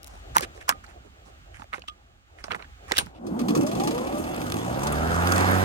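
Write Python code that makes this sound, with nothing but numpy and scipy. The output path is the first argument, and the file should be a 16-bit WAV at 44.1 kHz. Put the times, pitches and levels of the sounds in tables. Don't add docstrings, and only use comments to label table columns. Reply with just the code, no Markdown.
import sys
import numpy as np
from scipy import signal
from scipy.fft import rfft, irfft
from scipy.io import wavfile
from scipy.ndimage import uniform_filter1d

SR = 44100
rng = np.random.default_rng(int(sys.argv[2]) if len(sys.argv) > 2 else 0)


def boost(x):
    u = np.asarray(x, float) / 20
    return 10 ** u


def to_wav(sig):
    pcm = np.clip(np.atleast_2d(sig), -1, 1) * 32767
    pcm = np.round(pcm).astype(np.int16)
    wavfile.write(sys.argv[1], SR, pcm.T)


N = 248724
TIME, FREQ = np.arange(N) / SR, np.maximum(np.arange(N // 2 + 1) * SR / N, 1)

POLES = 15
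FULL_HZ = 90
BAIL_HZ, LATCH_HZ, LEVER_HZ, WIRE_HZ, SPRING_HZ = 1222, 3300, 7290, 9308, 11920

# time_s, blade_passes_hz
SPIN_UP = [(3.06, 0), (3.15, 2), (3.22, 2.8), (3.29, 4.7), (3.4, 9.3), (3.506, 14.2), (3.748, 23.45),
           (3.914, 30.4), (4.552, 53.6), (4.62, 56.7), (4.706, 62.2), (4.942, 76.2), (5.108, 83.8),
           (5.288, 89.4), (5.412, 91.6), (5.64, 94.2)]
# multiple_of_shaft_rate, level_db, exponent_of_speed
BLADE_TONES = [(2, 2.5, 2.8), (3, -18, 2), (4, -2, 1.6), (5, -13, 2), (6, -6, 1), (7, -21, 2), (8, -7, 1.5),
               (9, -18, 2), (10, -7, 1.2), (12, -8, 2), (14, -18, 2), (16, -8, 1.8), (18, -16, 2),
               (20, -16, .8)]
# multiple_of_pole_tone, level_db
WHINE_OVERTONES = [(1, -1), (2, 0), (3, -6), (4, -6), (5, -13)]
# centre_hz, width_hz, level_db
HOUSING_MODES = [(230, 140, -32), (480, 110, -33), (600, 110, -34.5), (690, 80, -39), (810, 150, -31),
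                 (1000, 200, -43), (1190, 130, -41), (1500, 350, -45), (2650, 260, -46), (3050, 200, -50),
                 (3400, 240, -42)]
# centre_hz, width_hz, level_db
DECK_MODES = [(175.5, 13, -3), (250.6, 120, 10), (320, 45, 14), (465, 85, 4)]
# time_s, level_db
WEED_DRAG = [(3.06, -87), (3.14, -62), (3.18, -47), (3.26, -29.5), (3.34, -31.5), (3.6, -22.5), (3.68, -29),
             (3.8, -23.5), (3.92, -28), (4.45, -34), (4.95, -34), (5.25, -26), (5.5, -21.5), (5.64, -28)]
# frequency_hz, density_db_per_hz
RUSH_SPECTRUM = [(150, -35), (250, -6), (368, -9), (485, -10), (542, -4), (632, -7), (754, -2),
                 (1040, -5.5), (1460, -3), (1750, -7.5), (2300, -14.5), (3400, -34.5), (4550, -47),
                 (7700, -120)]
# frequency_hz, density_db_per_hz
CHAFF_SPECTRUM = [(880, -28), (1500, -10), (1680, 4.5), (3780, -2), (4300, -5.5), (6760, -4), (9040, -6),
                  (11000, -10.5), (15200, -10), (16000, -30), (16500, -37.5)]
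# start_s, peak_db, brightest_hz
SLOW_STEMS = [(3.2665, -38.5, 4440), (3.3916, -29.5, 3920), (3.4832, -24, 3430), (3.5507, -21, 5000),
              (3.6096, -28, 5650), (3.6656, -25.5, 5420), (3.714, -31, 3890), (3.7503, -29, 4050),
              (3.7986, -27, 3140), (3.8353, -27, 5300), (3.873, -23, 3470), (3.908, -29.5, 3670),
              (3.9468, -31.5, 3800), (3.9789, -29.5, 3660)]
# start_s, peak_db, brightest_hz
STRAY_STEMS = [(4.013, -45.5, 1900), (4.07, -32.5, 2000), (4.125, -37, 1700), (4.181, -29, 8400),
               (4.2385, -36, 3480), (4.465, -34, 3500), (4.833, -25.5, 6440), (4.8698, -22, 4500),
               (4.9225, -21.5, 8200), (4.953, -29, 3660), (5.144, -25.5, 5840), (5.32, -17, 5070),
               (5.4068, -23, 4380), (5.512, -22, 11250)]
# start_s, peak_db, brightest_hz
TWIG_CRACKS = [(4.050, -38, 3350), (4.155, -50, 3000), (4.278, -38.5, 1900), (4.3453, -30.5, 3250),
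               (4.363, -27.5, 8020), (4.379, -35, 2900), (4.405, -38.5, 5000), (4.4165, -28, 3000),
               (4.426, -37, 8500), (4.5008, -27.5, 4170), (4.521, -21, 2840), (4.542, -25, 1750),
               (4.568, -28, 3470), (4.5867, -31, 3000), (4.668, -44.5, 3500), (4.794, -26.5, 6000),
               (4.877, -31.5, 4360), (5.0745, -33, 3500), (5.162, -25, 4000), (5.222, -30, 2490),
               (5.273, -18, 3540), (5.362, -16.5, 4580), (5.381, -16.5, 6900), (5.5833, -24.5, 9790)]
# start_s, peak_db, pitch_hz, t60_s
DECK_BOOMS = [
    (3.41, -15, 245, .13),
    (3.487, -16, 305, .15),
    (3.5, -20, 190, .1),
    (3.562, -11, 320, .08),
    (3.566, -18, 175, .12),
    (3.577, -10, 300, .09),
    (3.622, -18, 255, .13),
    (3.638, -18, 190, .07),
]
# start_s, peak_db, body_hz, treble_db, ring_down_s
SWITCH_SNAPS = [(.362, -8.5, 960, -36, 0.044), (.3672, 1.5, 955, -4, .026),
                (.3795, -24.5, 1485, -21.5, 0.009), (.3825, -13.5, 2090, -2, 0.021),
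                (.408, -28, 520, -18.5, 0.051), (.6915, -10, 900, -0.5, 0.06),
                (1.7362, -15.5, 1250, -33, 0.018), (2.44, -23, 5340, -48.5, .06),
                (2.5185, -16.5, 2740, -38.5, 0.029), (2.919, -8.5, 1950, -18, 0.028),
                (2.9197, -15, 4400, -29.5, 0.017), (.6925, -19, 3220, -29, 0.051),
                (1.635, -54, 4500, -42.5, 0.011), (1.642, -34.5, 680, -46.5, .015),
                (1.795, -43, 6050, -40.5, .015), (1.897, -38, 3300, -44, .02),
                (2.9695, -15, 3300, -18.5, 0.072), (2.9705, -19.5, 1370, -45, 0.027),
                (2.9865, -12.5, 1530, -37.5, 0.032), (.692, -12.5, 1577, -40, 0.052),
                (2.981, -8, 3780, -10, 0.054), (3.062, -38, 5000, -37, .015), (3.068, -34, 900, -43, 0.018),
                (2.986, -6.5, 2960, -4.5, 0.039)]
# start_s, peak_db
NAIL_TICKS = [
    (0.031, -30),
    (0.044, -27.5),
    (.065, -35),
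    (0.072, -29),
    (.079, -32.5),
]
# start_s, peak_db, body_hz
PLASTIC_TAPS = [(0.576, -41, 1110), (0.611, -32.5, 1830), (0.7233, -25, 1280), (0.842, -45.5, 1450),
                (.865, -41, 4500), (1.543, -39, 1920), (1.596, -34.5, 895), (1.6198, -29, 850),
                (1.731, -23.5, 1370), (1.7434, -22.5, 1280), (1.838, -41, 700), (2.513, -20.5, 980),
                (2.526, -33, 506), (2.651, -42, 1780), (0.395, -31, 1200), (0.402, -38.5, 1110),
                (0.446, -29, 1280), (1.781, -29.5, 476), (1.792, -40, 534), (1.82, -37, 2830),
                (1.884, -26, 3110), (2.386, -41, 1990), (2.442, -24.5, 740), (2.482, -29, 667),
                (2.5075, -21.5, 1240), (2.534, -28, 1300), (2.601, -36, 1240), (2.881, -41, 1580),
                (2.547, -18.5, 1270), (2.563, -30.5, 780), (2.594, -37, 1340), (2.6238, -34, 2600),
                (2.644, -40.5, 1600), (2.9117, -22, 930), (2.938, -28, 1500), (2.962, -23, 2650)]
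# start_s, pitch_hz, level_db, t60_s
METAL_RINGS = [
    (0.694, WIRE_HZ, -31, 0.081),
    (0.693, LEVER_HZ, -27.5, 0.067),
    (.724, BAIL_HZ, -37, 0.18),
    (1.884, BAIL_HZ, -30.5, 0.12),
    (1.881, LATCH_HZ, -29, 0.072),
    (2.987, WIRE_HZ, -18, 0.085),
    (2.987, SPRING_HZ, -34, 0.06),
]
# start_s, length_s, level_db, centre_hz
FINGER_RUBS = [(0.025, 0.25, -53, 770), (0.344, 0.05, -29.5, 1180), (0.386, 0.024, -36.5, 1150),
               (0.415, 0.034, -39.5, 5000), (0.423, 0.042, -38.5, 2990), (0.444, 0.0078, -54, 1376),
               (0.374, 0.076, -42, 1230), (0.419, 0.038, -34, 1860), (0.538, 0.089, -51, 480),
               (0.602, 0.042, -46.5, 1880), (0.678, 0.047, -24.5, 1150), (0.837, 0.021, -46, 1370),
               (0.867, 0.082, -54.5, 1600), (1.245, 0.077, -54, 653), (1.531, 0.069, -49.5, 1880),
               (1.579, 0.072, -51.5, 990), (1.875, 0.021, -42.5, 3250), (1.752, 0.043, -51, 2380),
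               (2.449, 0.039, -50, 1030), (2.548, 0.022, -53.5, 8100), (2.371, 0.08, -53.5, 1770),
               (2.432, 0.028, -59, 5100), (2.871, 0.14, -41.5, 1410), (2.942, 0.1, -35, 3050)]
# start_s, level_db
LEVER_RATTLES = [
    (0.697, -46),
    (1.737, -44.5),
    (2.44, -51.5),
    (2.923, -70),
    (2.99, -36),
]
# start_s, length_s, level_db, centre_hz
PALM_BUMPS = [
    (0.349, 0.071, -43.5, 160),
    (0.419, 0.033, -36, 326),
    (2.508, 0.025, -42, 560),
    (2.908, 0.029, -31, 460),
    (0.706, 0.046, -51, 218),
    (1.04, 0.057, -53, 400),
    (1.572, 0.085, -56.5, 220),
    (1.756, 0.099, -64, 259),
    (2.468, 0.17, -51, 194),
    (2.967, 0.16, -44.5, 158),
]
# start_s, length_s, level_db, centre_hz
PLASTIC_CREAKS = [
    (1.719, 0.052, -39, 1260),
    (2.5, 0.042, -34.5, 1500),
    (2.541, 0.03, -35.5, 1020),
    (2.578, 0.088, -49, 1140),
    (2.984, 0.048, -44, 440),
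    (3.132, 0.083, -59.5, 2820),
]
# time_s, level_db
BREEZE = [
    (0, -49.5),
    (.3, -44.5),
    (1.1, -51.5),
    (1.4, -49.5),
    (2.24, -57),
    (2.5, -48.5),
    (2.8, -49.5),
    (3.0, -37),
    (3.15, -58),
    (4.2, -73),
]
# frequency_hz, density_db_per_hz
AIR_SPECTRUM = [(12, -48), (20, -22.5), (54, 5.5), (118, 0.5), (150, -5), (217, -10.5), (326, -10),
                (470, -12), (798, -6.5), (920, -17.5), (2600, -54.5), (3380, -82), (5720, -120)]
# frequency_hz, density_db_per_hz
HISS_SPECTRUM = [(710, -30), (1200, 0), (1900, -6), (2980, -7), (5450, -17), (7010, -15), (11100, -31),
                 (15100, -26), (15900, -30), (16300, -60)]
# frequency_hz, shared_fraction
PORT_LIKENESS = [(25, .4), (60, .95), (125, 1), (500, .85), (2000, .7), (8000, .3)]
# frequency_hz, lead_rad
MOWER_PHASE = [(0, -4), (95, 0.14), (225, 0.27), (290, 1.99), (600, 1.55), (1460, 2.5), (3270, 5),
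               (4820, -1), (8350, -11), (12300, -35), (16300, 3.5)]
HANDLE_PHASE = [(0, -2), (690, 3.5), (2840, 5), (4820, -4.5), (8500, -11.5), (16300, -40)]
FIELD_PHASE = [(0, 0), (600, 1.9), (1400, 2.6), (16000, 5)]
# frequency_hz, difference_db
MOWER_BALANCE = [(60, -3.5), (380, -5), (900, 0), (4400, -4.5), (8120, 2.5), (15000, 1.5)]
HANDLE_BALANCE = [(100, -15), (1500, -7.5), (5000, -4.5), (10000, 2)]
FIELD_BALANCE = [(30, -5), (70, -2), (16000, -2)]
# time_s, left_minus_right_db
HEAD_TURN = [
    (0, 4.5),
    (.9, 0),
    (1.3, 0.7),
    (2.9, 0),
    (3.2, 3),
    (4.3, 1.5),
    (5, 1),
    (5.64, -2),
]


def mower():
    passes = blade()
    turn = np.cumsum(passes) / SR / 2
    beat = np.cos(4 * np.pi * turn + 1.24)
    drag_db = np.interp(TIME, *np.transpose(WEED_DRAG), left=-140)
    bright = np.clip(passes / 90, 0, 1) ** 2.5
    lines = whine(passes, turn) + blade_tones(passes, turn)
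    noise = deck_thump(drag_db, beat, bright) + air_rush(passes, drag_db, beat) + chaff(drag_db, beat)
    return lines * [[1], [0]] + noise + swipes(passes)


def blade():
    return uniform_filter1d(curve(SPIN_UP), size=2000)


def law(db, power):
    return db + 20 * power * np.log10(np.maximum(blade(), .01) / FULL_HZ)


def housing_lift(hz):
    modes = [boost(db) ** 2 / (1 + (2 * (hz - centre) / width) ** 2) ** 3.2
             for centre, width, db in HOUSING_MODES]
    return np.sqrt(sum(modes))


def whine(passes, turn):
    eases_s, silent_s, eased_db = 4.19, 4.62, -18
    times = [eases_s, eases_s + .06, silent_s - .06, silent_s + .06]
    pull_db = np.interp(TIME, times, [0, eased_db, eased_db, 4 * eased_db])
    out = np.zeros(N)
    for k, db in WHINE_OVERTONES:
        hz = k * POLES * passes
        level = np.sqrt(2) * housing_lift(hz) * boost(3.5 + db + pull_db / k ** 2 + .8 * walk(20))
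        if k > 2:
            level = level * np.clip(hz / 2600, 0, 1) ** 3
        out += level * np.sin(4 * np.pi * k * POLES * turn)
    out = out * np.clip((silent_s + .1 - TIME) / .04, 0, 1)
    return cut(out, 125, "high", order=4)


def blade_tones(passes, turn):
    out = np.zeros(N)
    for k, db, power in BLADE_TONES:
        level_db = law(db, power) + (.6 + k / 20) * walk(12)
        out += boost(level_db) * np.sin(2 * np.pi * k * turn + k)
    out = out * np.clip((passes - 38) / 16, 0, 1)
    return boost(-27.16) * cut(out, 67, "high", order=10)


def deck(push):
    ringing = sum(boost(db) * band(push, hz, width) for hz, width, db in DECK_MODES)
    return cut(cut(ringing, 95, "high"), 350, "low")


def deck_thump(drag_db, beat, bright):
    thump = unit(deck(grit(1.0) * boost(0.51 * beat)))
    return boost(drag_db - 1 - 8 * bright) * thump


def air_rush(passes, drag_db, beat):
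    rush_db = both(law(-26.5, 0.57), drag_db + law(-3, 0.2))
    rush = colour(grit(2.7) * boost(1.65 * beat), RUSH_SPECTRUM)
    rush = flicker(rush, [200, 500, 800, 1200, 1800, 4000], 1.8, 18)
    slow_hz, fast_hz = 972, 3640
    edge_hz = slow_hz + (fast_hz - slow_hz) * np.clip(passes / 90, 0, 1) ** 6.85
    return boost(rush_db) * open_up(rush, edge_hz)


def chaff(drag_db, beat):
    level_db = law(-34, 0.83) + 0.5 * (drag_db - max(db for _, db in WEED_DRAG))
    grains = colour(grit(2.6) * boost(1.5 * beat), CHAFF_SPECTRUM)
    return boost(level_db) * flicker(grains, [1000, 3000, 5500, 9500, 17000], 1.5, 30)


def swipes(passes):
    out = np.zeros((2, N))
    stems = [(*row, 1) for row in SLOW_STEMS + STRAY_STEMS]
    stems += [(s + 0.023, db - 5.5, hz, 0.28) for s, db, hz in SLOW_STEMS[1:5]]
    stems += [(*row, .25) for row in TWIG_CRACKS]
    for s, db, hz, ring in stems:
        quick = passes[int(s * SR)] / FULL_HZ
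        tear_s = 0.12 + quick * (0.035 - 0.12)
        spray = burst(ring * tear_s, spread_db=2.5, rise_s=0.00062 * ring)
        add(out, s, peak(band(spray, hz, 3300) + 0.078 * cut(spray, 2500, "high"), db))
        add(out, s, peak(band(spray, 2555, 77) + band(spray, 3390, 27), db - 12.5))
        body = band(spray, 1146, 90) + 0.97 * band(spray, 1200, 130)
        body = body + 0.24 * band(spray, 1780, 300) + 0.15 * band(spray, 2260, 420)
        add(out, s, peak(body, db))
        push = uniform_filter1d(np.abs(spray), size=800) * rng.standard_normal(spray.shape)
        add(out, s + .018, peak(deck(push), db + 7.5 - 12.5 * quick))
    t = np.arange(8192) / SR
    rise = np.sin(np.pi / 2 * np.minimum(t / 0.0045, 1)) ** 2
    for s, db, hz, t60 in DECK_BOOMS:
        add(out[0], s, boost(db - 60 * t / t60) * rise * np.sin(2 * np.pi * hz * t))
    return out


def handle():
    return ports(clicks() + metal_rings() + scrapes(), HANDLE_PHASE, HANDLE_BALANCE)


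def clicks():
    out = np.zeros((2, N))
    tap_s = .032
    hits = SWITCH_SNAPS + [(s, db - 33, 690, db, tap_s) for s, db in NAIL_TICKS]
    hits += [(s, db, hz, db - 20.5, tap_s) for s, db, hz in PLASTIC_TAPS]
    strike = 1 + 3 * np.exp(-np.arange(3072) / SR / .0008)
    for s, db, hz, treble_db, t60 in hits:
        hit = burst(t60, spread_db=1.5, rise_s=.0003) * strike
        body = band(band(hit, hz, .6 * hz), hz, .3 * hz)
        body = body + .35 * band(band(hit, 1.43 * hz, .5 * hz), 1.43 * hz, .2 * hz)
        body = body + .3 * cut(band(hit, 910, 1300), 2500, "low")
        add(out, s, peak(body, db))
        tick = cut(burst(.2 * t60, spread_db=1.5, rise_s=.0006), 3000, "high")
        add(out, s, peak(cut(tick, 10000, "low", order=1), treble_db - 2))
    return out


def metal_rings():
    out = np.zeros((2, N))
    t = np.arange(SR // 4) / SR
    for s, hz, db, t60 in METAL_RINGS:
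        add(out[0], s, boost(db - 60 * t / t60) * np.sin(2 * np.pi * hz * t))
    return out


def scrapes():
    out = np.zeros((2, N))
    rattles = [(s, 0.044, db, 870) for s, db in LEVER_RATTLES]
    rows = [(*row, -7.5) for row in FINGER_RUBS + rattles]
    rows += [(*row, -16) for row in PALM_BUMPS] + [(*row, -18.5) for row in PLASTIC_CREAKS]
    for s, length, db, hz, scuff_db in rows:
        progress = np.clip(np.arange(8192) / SR / length, 0, 1)
        grains = grit(3.5, (2, 8192)) * np.sin(np.pi * progress ** 0.69) ** 2
        grains = grains * boost(2.5 * np.repeat(rng.standard_normal(64), 128))
        rub = band(band(grains, hz, .9 * hz), hz, .8 * hz) + .3 * band(grains, 1.6 * hz, .07 * hz)
        scuff = cut(cut(grains, 3900, "high"), 7200, "low") + 0.12 * cut(grains, 6600, "high")
        piece = unit(rub) * boost(db) + unit(scuff) * boost(db + scuff_db)
        add(out, s, piece * np.sqrt(length * SR / 8192 / 2))
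    return out


def field():
    gust_db = curve(BREEZE)
    air = colour(rng.standard_normal((2, N)), AIR_SPECTRUM)
    wind = cut(air, 130, "low", order=4)
    murmur = flicker(unit(air - wind), [60, 300, 800, 4000], 4.4, 23.22)
    hiss = colour(rng.standard_normal((2, N)), HISS_SPECTRUM) * boost(-66 + gust_db - np.mean(gust_db))
    wind_db = both(gust_db, law(-42, 0.5)) + 0.5 + 1.2 * walk(21)
    return unit(wind) * boost(wind_db) + murmur * boost(gust_db - 2) + hiss


def ports(x, lead, side):
    a, b = rfft(x)
    alike = np.clip(on_log(PORT_LIKENESS), 0, 1)
    lag = np.exp(-1j * np.interp(FREQ, *np.transpose(lead)))
    right = alike * a * lag + np.sqrt(1 - alike ** 2) * b
    tilt = boost(on_log(side) / 2)
    return irfft(np.array([a * tilt, right / tilt]), N)


def curve(rows):
    return np.interp(TIME, *np.transpose(rows))


def on_log(points):
    hz, value = np.transpose(points)
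    return np.interp(np.log(FREQ), np.log(hz), value)


def unit(x):
    return x / np.sqrt(np.mean(x ** 2))


def peak(x, db):
    return x * boost(db) / np.max(np.abs(x[0]))


def both(a_db, b_db):
    return 10 * np.log10(boost(a_db) ** 2 + boost(b_db) ** 2)


def colour(x, points):
    return unit(irfft(rfft(x) * boost(on_log(points)), N))


def band(x, hz, width_hz):
    return signal.lfilter(*signal.iirpeak(hz, hz / width_hz, fs=SR), x)


def cut(x, hz, kind, order=2):
    return signal.sosfilt(signal.butter(order, hz, kind, fs=SR, output="sos"), x)


def open_up(x, edge_hz):
    tops_hz = 700 * 2 ** (np.arange(7) / 3)
    lows = [cut(x, hz, "low", order=4) for hz in tops_hz] + [x]
    out = lows[0]
    for lo, hi, hz in zip(lows, lows[1:], tops_hz):
        out = out + (hi - lo) * (0.077 + 1 / (1 + (hz / edge_hz) ** 6))
    return out


def walk(rate):
    steps = np.repeat(rng.standard_normal(int(N / SR * rate) + 2), 8)
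    steps = uniform_filter1d(steps, size=8)
    return unit(np.interp(TIME * rate * 8, np.arange(len(steps)), steps))


def flicker(x, edges_hz, depth_db, rate):
    spec = rfft(x)
    out = 0
    for lo, hi in zip(edges_hz, edges_hz[1:]):
        out = out + irfft(spec * ((FREQ >= lo) & (FREQ < hi)), N) * boost(depth_db * walk(rate))
    return out


def grit(spread_db, shape=(2, N)):
    sizes = np.minimum(rng.exponential(size=shape[1]), 5)
    return rng.standard_normal(shape) * boost(spread_db * (sizes - 1))


def burst(t60, spread_db, rise_s):
    t = np.arange(3072) / SR
    decay = boost(-60 * t / max(t60, .002))
    return grit(spread_db, (2, len(t))) * decay * np.minimum(t / rise_s, 1)


def add(out, s, piece):
    i = int(s * SR)
    out[..., i:i + piece.shape[-1]] += piece[..., :N - i]


def scene():
    heard = ports(mower(), MOWER_PHASE, MOWER_BALANCE) * (TIME > 3)
    heard = heard + handle() + ports(field(), FIELD_PHASE, FIELD_BALANCE)
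    return heard * boost(curve(HEAD_TURN) * [[.5], [-.5]])


def low_pass(x):
    return signal.sosfilt(signal.butter(12, 16690, fs=SR, output="sos"), x)


def record(dry):
    mix = np.tanh(dry / 1.164) * 1.155
    return low_pass(mix)


dry = scene()
out = record(dry)
to_wav(out)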